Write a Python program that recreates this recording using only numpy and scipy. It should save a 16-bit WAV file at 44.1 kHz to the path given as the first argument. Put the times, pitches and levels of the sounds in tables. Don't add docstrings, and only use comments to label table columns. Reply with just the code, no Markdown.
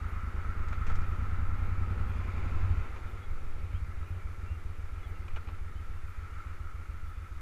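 import sys
import numpy as np
from scipy import signal
from scipy.fft import rfft, irfft, next_fast_len
from scipy.io import wavfile
from scipy.ndimage import uniform_filter1d, map_coordinates

SR = 44100
rng = np.random.default_rng(int(sys.argv[2]) if len(sys.argv) > 2 else 0)


def pcm_store(signal):
    levels = np.round(np.clip(np.atleast_2d(signal), -1, 1) * 32767)
    wavfile.write(sys.argv[1], SR, levels.astype(np.int16).T)


N = 326781
TIME = np.arange(N) / SR


def amp(db):
    return 10 ** (np.asarray(db) / 20)


def unit(x):
    return x / np.sqrt(np.mean(x ** 2) + 1e-20)


def curves(rows):
    times, *columns = np.transpose(rows)
    return [np.interp(TIME, times, column) for column in columns]


def wobble(rate):
    knots = rng.standard_normal(int(N * rate / SR) + 4)
    return map_coordinates(knots, [TIME * rate])


def colour(x, points):
    m = 2 * next_fast_len(N // 2 + SR // 2)
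    hz, db = np.transpose(points)
    bins = np.fft.rfftfreq(m, 1 / SR)
    gain = amp(np.interp(np.log(bins + 1), np.log(hz + 1), db))
    cepstrum = irfft(np.log(gain))
    cepstrum[1:m // 2] *= 2
    cepstrum[m // 2 + 1:] = 0
    return irfft(rfft(x, m) * np.exp(rfft(cepstrum)))[:N]


def noise(points):
    return unit(colour(rng.standard_normal(N), points))


def patchy(x, depth_db):
    z = signal.stft(x, nperseg=1024)[2]
    field = uniform_filter1d(rng.standard_normal(z.shape), size=5, axis=0)
    field = uniform_filter1d(field, size=14, axis=1)
    return signal.istft(z * amp(depth_db * unit(field)), nperseg=1024)[1][:N]


def impulses(times, sizes):
    return np.bincount(np.clip(times * SR, 0, N).astype(int), sizes, N + 1)[:N]


def dying(train, t60):
    return signal.lfilter([1], [1, -amp(-60 / (t60 * SR))], train)


# (time [s], four-stroke cycles per second [Hz])
ENGINE_SPEED = [(0, 9.178), (.35, 9.117), (.55, 9.147), (.8, 9.697), (1.1, 9.743), (1.7, 10.335),
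                (2.3, 10.978), (2.62, 11.429), (3.05, 7.87), (3.5, 6.9), (4.35, 7.48), (4.7, 7.4),
                (5, 7.307), (5.4, 7.22), (5.8, 7.015), (6.2, 7.162), (6.6, 6.99), (7, 7.019), (7.41, 7.2)]


def engine_speed():
    return curves(ENGINE_SPEED)[0]


def passes(cycle, angle):
    return np.interp(np.arange(int(cycle[-1] - angle) + 1) + angle, cycle, TIME)


# (time [s], scatter of firing strength [dB])
STUMBLE = [(0, .5), (2.4, .9), (3, 1.6), (4.5, 1.4), (4.8, .6), (7.41, .8)]
JITTER_HOT_S, JITTER_COOL_S = .0003, .0008
OVERRUN_S, OVERRUN_WIDTH_S, OVERRUN_DB = 3.2, .45, -3


def firings(cycle, angle, heat):
    times = passes(cycle, angle)
    strength, lateness = rng.standard_normal((2, len(times)))
    jitter = JITTER_COOL_S + (JITTER_HOT_S - JITTER_COOL_S) * np.interp(times, TIME, heat)
    starved_db = OVERRUN_DB * np.exp(-((times - OVERRUN_S) / OVERRUN_WIDTH_S) ** 4)
    scatter_db = np.interp(times, *np.transpose(STUMBLE))
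    return impulses(times + jitter * lateness, amp(starved_db + strength * scatter_db))


# (frequency [Hz], front pipe gain [dB], rear pipe gain [dB])
HOT_PIPES = [(12.1, -9.5, -11.5), (25.3, 3, 5), (34, 3.5, 1.5), (42, 3.5, -0.5), (47.8, 8, 7.5), (60, 8, 7),
             (69, 5.5, 7), (79.6, 7.5, 9), (93.6, 9, 12.5), (105, -18, -8), (116, -20, -26),
             (135, -26.5, -17.5), (162, -18, -19.5), (217, -21.5, -19.5), (300, -32.5, -35.5),
             (496, -63, -63), (1010, -91, -88)]
# (frequency [Hz], front pipe gain [dB], rear pipe gain [dB])
COOL_PIPES = [(11.8, -6, -19), (25, -5, -20), (34.5, 7, 7.5), (42, 5, 7), (51, 11.5, 3), (59, 10, 0.5),
              (71, 2, 2.5), (84.8, 10.5, 7.5), (93.3, 1, 2.5), (101.5, -16, -4), (114, -14, -18),
              (135, -21, -22), (165, -26, -26), (220, -29, -28), (300, -29, -26), (503, -59, -62),
              (1000, -90, -91)]


def pipe(beats, heat, column):
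    hot = [(row[0], row[column]) for row in HOT_PIPES]
    cool = [(row[0], row[column]) for row in COOL_PIPES]
    return colour(beats * heat, hot) + colour(beats * (1 - heat), cool)


# (time [s], throttle opening [0-1])
THROTTLE = [(0, 0.83), (.8, 0.87), (2, 1), (2.76, 0.9), (2.85, 0.2), (2.95, 0.5)]
# (time [s], heat [0-1])
HEAT = [(0, 1), (1.5, 1), (2.7, 0.96), (4.4, 0.6), (5, 0.38), (6, 0.23), (7.41, 0)]
# (time [s], strength in the rear pipe re a normal firing [dB])
POPS = [(2.625, 3.5), (2.666, -2), (2.701, 8.5), (2.771, 6.5), (2.808, -1), (3.13, 1.5), (3.301, -3),
        (3.631, 4), (3.737, 8), (3.817, 4.5), (4.009, -2.5), (4.104, 6.5), (4.502, 1)]
# (frequency [Hz], gain [dB])
BARK = [(70, -56.5), (125, 10), (160, -3), (205, 6), (245, 0), (290, -11), (360, -19), (520, -27.5),
        (900, -17), (2500, -62.5)]
THUMP_DB, THUMP_LOAD_DB, THUMP_HEAT_DB = -43, 8.5, 1
BARK_DB, BARK_LOAD_DB, BARK_HEAT_DB = -74.5, 18.5, 6.5
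REFLECTION_S = 0.01205


def exhaust(cycle):
    throttle, heat = np.clip(curves(THROTTLE) + curves(HEAT), 0, 1)
    thump_db = THUMP_DB + THUMP_LOAD_DB * throttle + THUMP_HEAT_DB * heat
    bark_db = BARK_DB + BARK_LOAD_DB * throttle + BARK_HEAT_DB * heat
    front, rear = firings(cycle, .117, heat), firings(cycle, .474, heat)
    regular = front + rear
    pop_s, pop_db = np.transpose(POPS)
    pops = impulses(pop_s, amp(pop_db))

    murmur = amp(-28) * regular.std() * heat * rng.standard_normal(N)
    front_thump = pipe(front + murmur, heat, column=1)
    rear_thump = pipe(rear + pops, heat, column=2)
    thump = unit(front_thump + rear_thump)

    reflection = np.interp(TIME - REFLECTION_S, TIME, regular)
    blowdown = unit(regular + 0.56 * pops + 0.45 * reflection)
    puff = unit(dying(blowdown, t60=.09) * rng.standard_normal(N))
    bark = unit(colour(blowdown + .4 * puff, BARK))
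    return amp(thump_db) * thump + amp(bark_db) * bark


# (frequency [Hz], gain [dB])
CASE = [(700, -39.5), (1020, -12.5), (1190, -6.5), (1270, 1.5), (1335, 3.5), (1385, -1), (1440, -4),
        (1550, -10.5), (1750, -12.5), (2080, -11), (2450, -29.5), (4000, -58)]
# (time [s], level [dB])
CASE_LEVEL = [(0, -49.5), (.9, -48), (2.8, -53), (3.5, -57.5), (5.4, -57), (5.95, -58.5), (6.2, -54.5),
              (6.41, -52), (6.75, -56), (7.41, -56)]
# (time [s], strength re a normal tap [dB])
KNOCKS = [(0.449, 9), (0.512, 2), (0.731, 7), (3.731, 8), (4.027, 11), (5.383, 14), (5.428, 12)]
# (frequency [Hz], relative density [dB per Hz])
GEARS = [(700, -37.5), (1100, 0.5), (1600, -1.5), (1800, -2), (1980, -1), (2200, 4), (2420, 1.5),
         (2620, -6.5), (2850, -6), (3200, -12), (3700, -11), (4150, -20), (4550, -16), (5100, -23),
         (7000, -19), (15000, -71)]
# (time [s], level [dB])
GEAR_LEVEL = [(0, -59.5), (.9, -58.5), (1.7, -60.5), (2.7, -56), (3.3, -60.5), (4.5, -62), (5.95, -62),
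              (6.38, -60), (6.8, -63.5), (7.41, -62.5)]
CASE_THROB_DB, CASE_THROB_ANGLE = .9, .6
TAP_SCATTER_DB = 2.6
CASE_FLUTTER = .008


def machinery(cycle):
    case_db, = curves(CASE_LEVEL)
    gear_db, = curves(GEAR_LEVEL)
    times = np.concatenate([passes(cycle, angle) for angle in (.21, .4, .6, .72, .89)])
    taps = impulses(times, amp(TAP_SCATTER_DB * rng.standard_normal(len(times))))
    clatter = unit(dying(taps, t60=0.084))
    knock_s, knock_db = np.transpose(KNOCKS)
    knocks = impulses(knock_s, amp(knock_db))

    throb = amp(CASE_THROB_DB * np.cos(2 * np.pi * (cycle - CASE_THROB_ANGLE)))
    rattle = unit(throb * (1 + .19 * clatter) * rng.standard_normal(N))
    shaken = colour(rattle + .33 * unit(taps + knocks), CASE)
    drift = np.cumsum(CASE_FLUTTER * wobble(25))
    ring = unit(map_coordinates(shaken, [np.arange(N) + drift], mode="mirror"))
    whirr = unit((1 + 0.12 * clatter) * patchy(noise(GEARS), depth_db=2.34))
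    return amp(case_db) * ring + amp(gear_db) * whirr


# (frequency [Hz], relative density [dB per Hz])
INTAKE = [(600, -28.5), (800, -1), (950, -8), (1050, 6), (1150, -10), (1600, -14), (2400, -5.5),
          (2800, -13.5), (3200, -26), (4600, -24.5), (7000, -45)]
INTAKE_DB, INTAKE_DB_PER_OCTAVE = -54, 30.5


def intake():
    speed = engine_speed()
    octaves = np.log2(speed / speed.max())
    return amp(INTAKE_DB + INTAKE_DB_PER_OCTAVE * octaves) * noise(INTAKE)


# (time [s], strike [dB], decay t60 [s], snap re strike [dB],
# ring re strike [dB], ping of the lever re strike [dB]); body and snap get further gains below
CLACKS = [(0.683, -54.5, 0.049, -7.5, 5, -10), (0.726, -50, 0.1, -18, 6, -8),
          (0.865, -50.5, 0.24, -15, -8, -10), (0.9, -48, 0.032, -22, 13, -6),
          (0.917, -52, 0.053, -24, -1, -10), (0.954, -58.5, 0.064, -0.5, -2, -10),
          (1.016, -61.5, 0.033, -3, 3, -10), (2.96, -54, 0.11, -20, 3, -6), (5.282, -53, 0.04, -18, 2, 11),
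          (5.361, -47, 0.048, -19.5, -2, 7), (5.369, -49, 0.044, -27, -1, -5),
          (5.374, -57, 0.03, -27, 0, 3), (5.474, -58, 0.043, -20, 8, 10.5),
          (5.485, -52.5, 0.11, -27, 1, -4), (6.38, -68, 0.24, -14, 0, -6)]
# (frequency [Hz], level [dB], t60 [s])
LINK_MODES = [(865, -11, 0.063), (1120, -11, 0.044), (1322, -1, 0.1)]
# (frequency [Hz], level [dB], t60 [s])
PING_MODES = [(2400, -5.5, 0.043), (2450, -10, 0.047), (2910, -13, 0.036)]
# (frequency [Hz], relative density [dB per Hz])
CLACK = [(60, -50), (150, -24), (380, 3), (700, -2), (1250, 4), (1700, -2), (2500, -2.5), (2950, -12.5),
         (3400, -11.5), (6500, -38), (12000, -36)]
# (frequency [Hz], relative density [dB per Hz])
SNAP = [(1500, 11), (4000, 10), (6500, 10.5), (8000, 4), (11000, -17), (15000, -37)]
CLACK_ATTACK_S = .0012
MODE_SCATTER_DB = 2


def linkage():
    body, snap, ring = np.zeros((3, N))
    t = TIME[:SR // 4]
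    for s, db, t60, snap_db, ring_db, ping_db in CLACKS:
        age = np.maximum(TIME - s, 0)
        blow = amp(db - 60 * age / t60) * (1 - np.exp(-age / CLACK_ATTACK_S))
        body += blow
        snap += blow * amp(snap_db)
        here = ring[int(s * SR):][:len(t)]
        for modes, strike_db in ((LINK_MODES, ring_db), (PING_MODES, ping_db)):
            for hz, level, mode_t60 in modes:
                mode_db = db + strike_db + level + rng.normal(0, MODE_SCATTER_DB)
                here += amp(mode_db - 60 * t / mode_t60) * np.sin(2 * np.pi * hz * t)
    return ring + amp(6.0) * body * noise(CLACK) + amp(8.5) * snap * noise(SNAP)


# (time [s], strength)
STRENGTH = [(0, 7.7), (2.7, 10.7), (2.92, 8.9), (3.5, 7.13), (7.41, 4.78)]
# (time [s], half width [s], swell [dB])
GUSTS = [(.97, 0.52, 10.5), (1.6, 0.1, 7), (2.6, 0.2, 4.5), (3.42, 0.2, 8.5), (5.4, 1, 4),
         (6.85, 0.24, 3.5)]
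# (frequency [Hz], relative density [dB per Hz])
BUFFET = [(2, -29.5), (6, -7), (10, -2.5), (15, -9.5), (22, -15), (35, -22), (60, -29), (120, -35),
          (300, -56), (1000, -88)]
# (frequency [Hz], relative density [dB per Hz])
RUSH = [(80, 9), (160, 7.5), (280, 4.5), (350, 8), (420, 5), (520, 3), (680, -2), (840, 2), (1000, -4),
        (1600, -3.5), (3000, -16), (8000, -43), (15000, -71)]
REFERENCE_STRENGTH = 10
BUFFET_DB, BUFFET_DB_PER_OCTAVE = -36, 6.5
RUSH_DB, RUSH_DB_PER_OCTAVE = -50.5, 9.5


def rush_and_buffeting():
    octaves = np.log2(curves(STRENGTH)[0] / REFERENCE_STRENGTH)
    gust_db = sum(db * np.exp(-((TIME - s) / width) ** 2) for s, width, db in GUSTS)
    buffet_db = BUFFET_DB + BUFFET_DB_PER_OCTAVE * octaves + gust_db
    buffet = amp(buffet_db) * unit(amp(1.0 * wobble(12)) * noise(BUFFET))
    rush_db = RUSH_DB + RUSH_DB_PER_OCTAVE * octaves + 0.91 * wobble(12)
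    return buffet + amp(rush_db) * noise(RUSH)


# (time [s], length [s], start [Hz], end [Hz], arch of the pitch [Hz], level [dB])
CHIRPS = [(3.214, .053, 3400, 3300, 30, -63), (3.728, .06, 2760, 3300, 110, -61),
          (4.44, .14, 2620, 2740, 85, -61), (5.028, .04, 3360, 3300, 50, -60.5),
          (5.058, .03, 3280, 3020, 0, -68), (5.14, .05, 2700, 2720, 20, -63),
          (5.74, .07, 2930, 3080, 50, -66)]
TREES_T60_S, TREES_DB = .2, -13
BIRD_WAVER = .014


def bird():
    song = np.zeros(N)
    for s, length, start_hz, end_hz, arch_hz, db in CHIRPS:
        progress = np.clip((TIME - s) / length, 0, 1)
        arch = np.sin(np.pi * progress)
        hz = start_hz + (end_hz - start_hz) * progress + arch_hz * arch
        hz = hz * (1 + BIRD_WAVER * wobble(300))
        song += amp(db) * arch * np.sin(2 * np.pi * np.cumsum(hz) / SR)
    tail = amp(-60 * TIME[:SR // 4] / TREES_T60_S) * rng.standard_normal(SR // 4)
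    echo = signal.fftconvolve(song, tail / np.linalg.norm(tail))[:N]
    return song + amp(TREES_DB) * echo


# (frequency [Hz], relative density [dB per Hz])
FLICKER = [(4000, -25), (9000, -11), (12000, -9), (15000, -6)]
FLICKER_S, FLICKER_EVERY_S, FLICKER_WIDTH_S, FLICKER_DB = 0.094, 1, 0.027, -70


def treble_flicker():
    times = np.arange(FLICKER_S, TIME[-1], FLICKER_EVERY_S)
    swell = sum(np.exp(-((TIME - s) / FLICKER_WIDTH_S) ** 2) for s in times)
    return amp(FLICKER_DB) * swell * noise(FLICKER)


def scene():
    cycle = np.cumsum(engine_speed()) / SR
    engine = exhaust(cycle) + machinery(cycle) + intake()
    return (engine + linkage() + rush_and_buffeting() + bird())[None]


# (frequency [Hz], relative density [dB per Hz])
HISS = [(100, 10.5), (3000, 3.5), (6500, 0.5), (9000, -2), (11000, -1), (13000, -5.5), (15000, -8.5)]
TOP_HZ = 15250


def record(dry):
    sound = dry + amp(-67.5) * noise(HISS) + treble_flicker()
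    m = next_fast_len(N + SR // 2)
    kept = np.fft.rfftfreq(m, 1 / SR) < TOP_HZ
    return irfft(rfft(sound, m) * kept, m)[:, :N]


dry = scene()
out = record(dry)
pcm_store(out)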